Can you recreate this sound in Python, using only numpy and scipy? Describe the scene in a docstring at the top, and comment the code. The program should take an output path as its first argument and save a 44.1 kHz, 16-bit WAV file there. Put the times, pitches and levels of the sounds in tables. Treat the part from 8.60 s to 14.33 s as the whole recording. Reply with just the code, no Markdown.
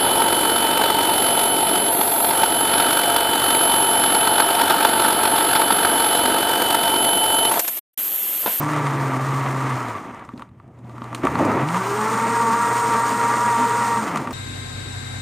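"""A hard hum and a watery rush come first: a countertop blender working thick icy pulp. It stops,
starts again, runs up to full speed and is cut off, heard in a kitchen by one close microphone.
The shaft hums at multiples of its speed and the windings buzz at twice the mains, all as sine tones.
Pulp, ice grains and cooling air are gritty noise in shaped bands; ice chunks knock on the plastic jar
as decaying noise and damped rings. Low room rumble lies beneath, and both channels are the same."""
import sys
import numpy as np
from scipy import signal
from scipy.fft import rfft, irfft, next_fast_len
from scipy.io import wavfile

SR = 44100
rng = np.random.default_rng(int(sys.argv[2]) if len(sys.argv) > 2 else 0)


def unload_audio(sound):
    """Save the sound as a 16-bit wav file, at the path given as the first command line argument."""
    columns = np.transpose(np.atleast_2d(sound))
    # keep every value between -1 and 1, then stretch to whole-number steps
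    steps = np.round(np.clip(columns, -1, 1) * 32767)
    wavfile.write(sys.argv[1], SR, steps.astype(np.int16))


N = 252693
FULL_SPEED = 232   # turns per s, the reference for every level given "at full speed"

# The shaft, one table for each run. Each row: time in seconds, speed in turns per s.
SPEED = [
    [(0.0, 143), (0.09, 151.5), (0.2, 147.5), (0.3, 138.5), (0.75, 136), (1.12, 131), (1.25, 119),
     (1.33, 108), (1.37, 101)],
    [(2.67, 64), (2.78, 92), (3.0, 125), (3.1, 165), (3.18, 185), (3.42, 216), (3.56, 225), (3.72, 235.2),
     (4.26, 237.6), (4.5, 236), (4.85, 238.8), (5.38, 236), (5.43, 221), (5.5, 180), (5.65, 120),
     (5.73, 100)],
]
# The vortex collapses and drags on the blades. Each row: time in seconds, speed lost in turns per s.
DRAGS = [(0.55, 6.5), (3.89, 7.5), (4.09, 2.2), (4.37, 6), (4.68, 3), (4.99, 6), (5.31, 2.5)]
DRAG_S = 0.075   # from the deepest point of a drag to 1/e of it
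# Tones of the shaft. Each row: multiple of the speed, level at full speed in dB before the housing,
# slope in dB per octave of speed, gain in dB per turn/s of drag, share of the current's fall in dB per dB,
# waver in dB and phase blur in radians, both before they are scaled by the shaking.
ORDERS_OF_SHAFT = [(1, -38, -3.5, 0.43, 0.16, 4.4, 1.35), (2, -37, 3.5, 0.82, 0.47, 2.5, 1.36),
                   (3, -44, 10, 1.4, 1.3, 3, 0.97), (4, -29.5, 29, 0.65, 0.94, 1, 0.079),
                   (5, -33.5, 8, 1.5, 1.9, 1, 0.38), (6, -37, 17, -0.5, 0.72, 1, 0.91),
                   (7, -42.5, 10, -0.4, 0.65, 4, 0.35), (8, -40, 5, -0.14, 0.51, 2, 1.2)]
# How well the housing passes a tone. Each row: frequency in Hz, gain in dB.
HOUSING = [(60, -9), (100, -2.5), (118, 0.5), (135, 10.5), (160, 8), (185, 10.5), (200, -11), (214, 9),
           (228, 0.7), (270, 2), (300, 10.5), (350, -4.5), (415, 12.5), (470, -5.7), (620, -8), (740, -10),
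           (850, 1.5), (940, 6.5), (990, 7), (1070, -4.5), (1180, 0.9), (1900, 1.5)]


def motor():
    """Shaft tones through the housing, changed by drag and current; also gives angle and speed."""
    t = np.arange(N) / SR
    hum, angle = np.zeros(N), np.zeros(N)
    turning = np.ones(N)      # one turn per s at rest keeps later logarithms finite
    drag = sum(lost * np.exp(-((t - s) / DRAG_S) ** 2) for s, lost in DRAGS)
    current_db = in_time(BUZZ)[0] - np.max(np.transpose(BUZZ)[1])
    housing_hz, housing_db = np.transpose(HOUSING)
    for turns in SPEED:
        speed = in_time(turns)[0] - drag
        start, end = turns[0][0], turns[-1][0]
        # fades of 30 ms just outside the run
        on = np.clip(np.minimum(t - start + .03, end + .03 - t) / .03, 0, 1)
        turn = 2 * np.pi * np.cumsum(speed * (1 + .003 * drift(25))) / SR
        shake = (speed / FULL_SPEED) ** 10      # near full speed the base rocks and blurs the tones
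        for multiple, db, slope_db, drag_db, share, waver_db, blur in ORDERS_OF_SHAFT:
            level = db + slope_db * np.log2(speed / FULL_SPEED)
            level += drag_db * drag + share * current_db
            level += np.interp(np.log(multiple * speed), np.log(housing_hz), housing_db)
            level += waver_db * (.35 + shake) * np.clip(drift(9), -2.5, 1.2)
            phase = multiple * turn + blur * shake * drift(15.2) + rng.uniform(0, 2 * np.pi)
            hum += on * np.sqrt(2) * amp(level) * np.sin(phase)
        angle = np.where(on > 0, turn, angle)
        turning = turning + on * speed
    return hum, angle, turning


# Current through the windings, as the level of their buzz. Each row: time in seconds, level in dB.
BUZZ = [(0, -38.5), (1.15, -40), (1.25, -59), (2.0, -55), (2.12, -48), (2.26, -37.5), (2.4, -38),
        (5.4, -38), (5.48, -81)]
MAINS_BUZZ_HZ, BUZZ_SECOND_DB = 120, -20.5   # the second harmonic is against the first


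def windings():
    """Magnetic pull at twice the mains rate while current flows."""
    turn = 2 * np.pi * MAINS_BUZZ_HZ * np.arange(N) / SR
    wave = np.sin(turn) + amp(BUZZ_SECOND_DB) * np.sin(2 * turn)
    return np.sqrt(2) * amp(in_time(BUZZ)[0] + drift(4.3)) * wave


# The mixture. Each row: time in seconds, heave of the pulp in dB, rush on the jar wall in dB,
# spray and cooling air in dB; the slugs shift all three.
MIXTURE = [(0.0, -29, -27, -38.5), (0.12, -33, -24.5, -41), (1.13, -33.5, -27, -41.5),
           (1.33, -36.5, -29, -46), (1.5, -36.5, -39.5, -58.5), (1.61, -41.5, -39.5, -63),
           (1.69, -49, -50.5, -66), (1.81, -45, -42, -62.5), (1.9, -63.5, -63, -78),
           (2.12, -49.5, -62, -76.5), (2.37, -42.5, -44.5, -59.5), (2.61, -36, -36, -55),
           (2.72, -34, -27, -46.5), (2.82, -17, -22.5, -41), (3.02, -22, -24, -44), (3.07, -36, -28, -40),
           (3.4, -32.5, -25, -35), (5.36, -37, -26, -34.5), (5.42, -31, -28.5, -37.5),
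           (5.58, -29, -28.5, -43.5), (5.73, -32.5, -36.5, -50.5)]
# Colour of the heaving pulp. Each row: frequency in Hz, relative level in dB per Hz.
HEAVE = [(18, -69), (30, -71), (102, -5.5), (161, -6.5), (305, 5), (400, -7.5), (604, -7), (900, -9),
         (1170, -19), (1980, -120)]
# Colour of the rush on the wall. Each row: frequency in Hz, relative level in dB per Hz.
RUSH = [(240, -26), (400, -8.5), (708, 4.5), (903, -4), (1200, 3.5), (1510, -5), (1990, -5.5), (2860, -12),
        (5000, -41.5), (6500, -107), (11000, -120)]
# Colour of spray and cooling air. Each row: frequency in Hz, relative level in dB per Hz.
AIR = [(2500, 1.5), (3500, -2.5), (5000, 0), (7000, 2), (9000, 4.5), (12000, -6.5), (15500, -7)]
# ring of the wall against the plain rush: level at rest, and its growth per turn/s
JAR_RING_DB, JAR_RING_DB_PER_TURN = -2, 0.02


def mixture(angle, speed):
    """Pulp heaves, grains rush on the wall with a swell once a turn, spray and air hiss."""
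    heave_db, rush_db, air_db = in_time(MIXTURE) + slugs()
    sweep = 1 + 0.14 * np.cos(angle)      # the load passes one side of the jar each turn
    grains = gritty(900, 3.6, -6) * sweep
    heave = coloured(gritty(150, 1.67, -15), HEAVE, patchy_db=1.9)
    wall_ring = amp(JAR_RING_DB + JAR_RING_DB_PER_TURN * speed) * rms_one(jar(grains))
    rush = rms_one(coloured(grains, RUSH, patchy_db=2.0) + wall_ring)
    spray = grains + amp(2.5) * gritty(4000, 7.0, -7)
    air = coloured(spray, AIR, patchy_db=1.23)
    return amp(heave_db) * heave + amp(rush_db) * rush + amp(air_db) * air


# A slug of pulp drops onto the blades. Each row: start in seconds, then the change of the heave,
# of the rush and of the spray, all in dB.
SLUGS = [(1.735, 3.5, -10, -4), (2.545, -1, 0, 10), (2.63, 13, 9.5, 8), (2.752, -2, -1.5, -1),
         (3.14, -1, 6.5, 4.5)]
SLUG_RISE_S, SLUG_HOLD_S, SLUG_FALL_S = 0.0037, 0.019, 0.061


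def slugs():
    """Change in dB of the three mixture layers: each slug sets in, holds and dies away."""
    t = np.arange(N) / SR
    edges = np.cumsum([0, SLUG_RISE_S, SLUG_HOLD_S, SLUG_FALL_S])
    return sum(np.outer(change, np.interp(t - s, edges, [0, 1, 1, 0])) for s, *change in SLUGS)


# Modes of the plastic jar wall. Each row: frequency in Hz, width in Hz, relative level in dB.
JAR = [(320, 30, -7), (440, 22, 1.5), (929, 53, 9.5), (1162, 52, 11), (1355, 100, 2), (1910, 270, -4.5),
       (2644, 430, -12)]


def jar(x):
    """The wall rings in a few damped modes of alternating sign."""
    return sum((-1) ** k * amp(db) * resonance(x, hz, width) for k, (hz, width, db) in enumerate(JAR))


# Ice chunks on the jar, as the drive of each part before its own gain. Each row: time in seconds,
# crack in dB, then bright splinter, wall knock and low thud in dB against the crack.
KNOCKS = [(0.1334, -28.5, -11, 13, -18), (0.1623, -27, -10.5, 8, -13), (0.2687, -20, -16.5, 4, -14),
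          (1.284, -24, -19, -9, -11), (1.351, -29, -30, -9, -16), (1.4638, -39, -23, 4, -12),
          (1.5452, -43, -10, 12.5, 0), (1.594, -36, -18, -1, -9), (1.6494, -46.5, -7.5, 10, 0),
          (1.6897, -36.5, -21, 8, 3), (1.7372, -42.5, -23, -11, 23), (1.7768, -30.5, -27, -23, 1),
          (1.7944, -36.5, -17, 4.5, 3), (1.8208, -30.5, -23, 3.5, -22), (1.8895, -49, -21, -1, -7),
          (1.9133, -57, -26, 5, 13), (1.999, -52, -25, 13.5, -13), (2.078, -57, -14, -7, 20),
          (2.189, -46.5, -17, -1, 7), (2.2449, -47, -30, -12, 17), (2.295, -39, -22, -1, 5),
          (2.3803, -37.5, -22, 8, 9), (2.4183, -30.5, -29, 4.5, 8), (2.4412, -31, -17.5, 2, -2),
          (2.5282, -35, -15, 11, -15), (2.5476, -14, -17.5, -9.5, -13), (2.6513, -24.5, -10.5, 3, -13),
          (2.6695, -23, -16, 13.5, 6), (2.754, -20.5, -25, 4.5, 8.5), (2.789, -24, -15, 4, 3),
          (2.8496, -26, -8, 6, -3), (2.9162, -30.5, -11, 13, -7), (3.0868, -17.5, -25, -23, -5),
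          (3.169, -21, -16, -1, -2), (5.4753, -31, -16, 9, -4), (5.5586, -22.5, -12, 7.5, 6),
          (5.5727, -18, -14.5, 1, -7), (5.6726, -23.5, -22, 5, 0), (5.7083, -29, -10.5, 5, 2)]


def knocks():
    """A chunk cracks, splinters, sets the wall ringing and shoves the pulp."""
    s, crack_db, bright_db, wall_db, thud_db = np.transpose(KNOCKS)
    blows = np.zeros((4, N)) + 1e-18
    drive_db = crack_db + np.array([0 * s, bright_db, wall_db, thud_db])
    blows[:, np.round(s * SR).astype(int)] = amp(drive_db)
    fall = amp(-60 / (0.031 * SR))      # 60 dB down in 31 ms
    dying = signal.lfilter([1], [1, -fall], blows[:2]) * rng.standard_normal(N)
    dying += 2.4 * blows[:2]      # the first touch is a clean click
    crack_band = signal.butter(2, [1500, 4500], "band", fs=SR, output="sos")
    splinter_band = signal.butter(3, [4500, 10500], "band", fs=SR, output="sos")
    crack = amp(-3.5) * signal.sosfilt(crack_band, dying[0])
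    splinter = amp(10.5) * signal.sosfilt(splinter_band, dying[1])
    wall = amp(30.5) * resonance(jar(blows[2]), 1200, 1100)
    shove = resonance(blows[3], 180, 180)
    # a short push, then a ring
    thud = amp(28.5) * resonance(shove, 180, 100) + amp(44.5) * resonance(shove, 236, 22)
    return crack + splinter + wall + thud


# Cooling air in the vents. Each row: frequency in Hz, width in Hz, level at full speed in dB.
VENTS = [(7020, 540, -44.5), (8184, 200, -42), (8473, 290, -39.5)]


def vents(speed):
    """Cooling air sizzles in narrow bands, steeply louder with speed."""
    return with_speed(VENTS, 36, speed)


# The base of the machine. Each row: frequency in Hz, width in Hz, level at full speed in dB.
BASE = [(214, 5.5, -44), (452, 22, -36.5), (1358, 135, -33)]


def base(speed):
    """The base rings under the shaking, steeply louder with speed."""
    return with_speed(BASE, 34, speed)


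def with_speed(modes, db_per_octave, speed):
    """Rough noise twice through each narrow resonance, louder the faster the shaft turns."""
    rough = gritty(1700, 4.5, -3.5)
    rings = 0
    for hz, width, db in modes:
        narrow = resonance(resonance(rough, hz, width), hz, width)
        rings = rings + amp(db) * rms_one(narrow)
    return rings * amp(db_per_octave * np.log2(speed / FULL_SPEED))


ROOM_LOW_T60_S, ROOM_DB = 0.074 / 4.5, -13   # 60 dB decay time at the lowest pitch; send level


def kitchen(x):
    """Eight feedback delays whose treble dies sooner, dulled by the walls."""
    size = next_fast_len(N + SR)
    hz = np.arange(size // 2 + 1) * SR / size
    echoes = 0
    for lag in rng.uniform(.012, 0.022, 8):      # seconds
        loss_db = -60 * lag / ROOM_LOW_T60_S * (1 + hz / 27000)
        loop = amp(loss_db) * np.exp(-2j * np.pi * hz * lag)
        echoes = echoes + loop / (1 - loop)
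    return irfft(rfft(x, size) * echoes, size)[:N]


# Colour of the quiet room. Each row: frequency in Hz, relative level in dB per Hz.
KITCHEN_FLOOR = [(15, -55), (25, -17), (108, 6), (146, 4.5), (724, -25), (1150, -29), (3000, -37),
                 (3900, -78), (9000, -66), (11000, -58), (13000, -54), (15500, -54)]
FLOOR_DB = -48


def kitchen_floor():
    """The room's steady rumble, as noise in shaped bands."""
    return amp(FLOOR_DB) * coloured(rng.standard_normal(N), KITCHEN_FLOOR, patchy_db=-0.5)


def amp(db):
    """dB to gain."""
    return 10 ** (np.asarray(db) / 20)


def rms_one(x):
    """Scale to rms 1."""
    return x / np.sqrt(np.mean(x ** 2) + 1e-20)


def in_time(rows):
    """Columns of a curve at every sample."""
    s, *columns = np.transpose(rows)
    return [np.interp(np.arange(N) / SR, s, c) for c in columns]


def drift(rate):
    """Slow chance of rms 1: noise, drawn every 40 samples, through two poles at the rate in Hz."""
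    r = np.exp(-2 * np.pi * rate * 40 / SR)
    slow = signal.lfilter([1], [1, -2 * r, r * r], rng.standard_normal(N // 40 + 2002))
    slow = slow[2000:]      # drop the filter's settling
    return np.interp(np.arange(N) / 40, np.arange(len(slow)), rms_one(slow))


def resonance(x, hz, width_hz):
    """Band-pass of gain 1 at its top."""
    r = np.exp(-np.pi * width_hz / SR)
    top = np.array([1, 0, -1]) * (1 - r * r) / 2
    return signal.lfilter(top, [1, -2 * r * np.cos(2 * np.pi * hz / SR), r * r], x)


def gritty(per_s, spread_db, grit_db):
    """Smooth noise with random grains of uneven size on top."""
    sizes = amp(spread_db * np.minimum(rng.exponential(1, N), 5)) * rng.choice([-1, 1], N)
    grains = sizes * (rng.random(N) < per_s / SR)
    return rng.standard_normal(N) + amp(grit_db) * rms_one(grains)


def coloured(x, spectrum, patchy_db):
    """Third-octave bands, each at its level, flickering partly together; scaled to rms 1."""
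    hz, db = np.transpose(spectrum)
    thirds = np.arange(np.floor(3 * np.log2(hz[0])), 3 * np.log2(hz[-1]) + 1)
    edges = 2 ** (thirds / 3)
    out, together = 0, drift(22)
    for k, (low, high) in enumerate(zip(edges, edges[1:])):
        band = signal.sosfilt(signal.butter(2, [low, high], "band", fs=SR, output="sos"), x)
        level = np.interp(np.log(low * high) / 2, np.log(hz), db)
        flicker = patchy_db * (together + 0.5 * drift(3.2))
        out = out + (-1) ** k * band * amp(level + flicker)
    return rms_one(out)


def scene():
    """The blender over the room's rumble, the same in both channels; only the knocks echo."""
    hum, angle, speed = motor()
    hits = knocks()
    blender = hum + windings() + mixture(angle, speed) + hits + vents(speed) + base(speed)
    heard = blender + amp(ROOM_DB) * kitchen(hits) + kitchen_floor()
    return np.array([heard, heard])


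# Dips in the microphone's treble. Each row: frequency in Hz, width in Hz, gain in dB.
MICROPHONE = [(7750, 280, -21), (8550, 1030, -1), (10930, 4500, -15.5)]
CUTOFF_HZ = 15730   # from here up everything is at least 60 dB down


def record(dry):
    """The microphone dips the treble; the top is cut."""
    for hz, width, db in MICROPHONE:
        dry = dry + (amp(db) - 1) * resonance(dry, hz, width)
    return signal.sosfilt(signal.cheby2(22, 60, CUTOFF_HZ, fs=SR, output="sos"), dry)


dry = scene()
out = record(dry)
unload_audio(out)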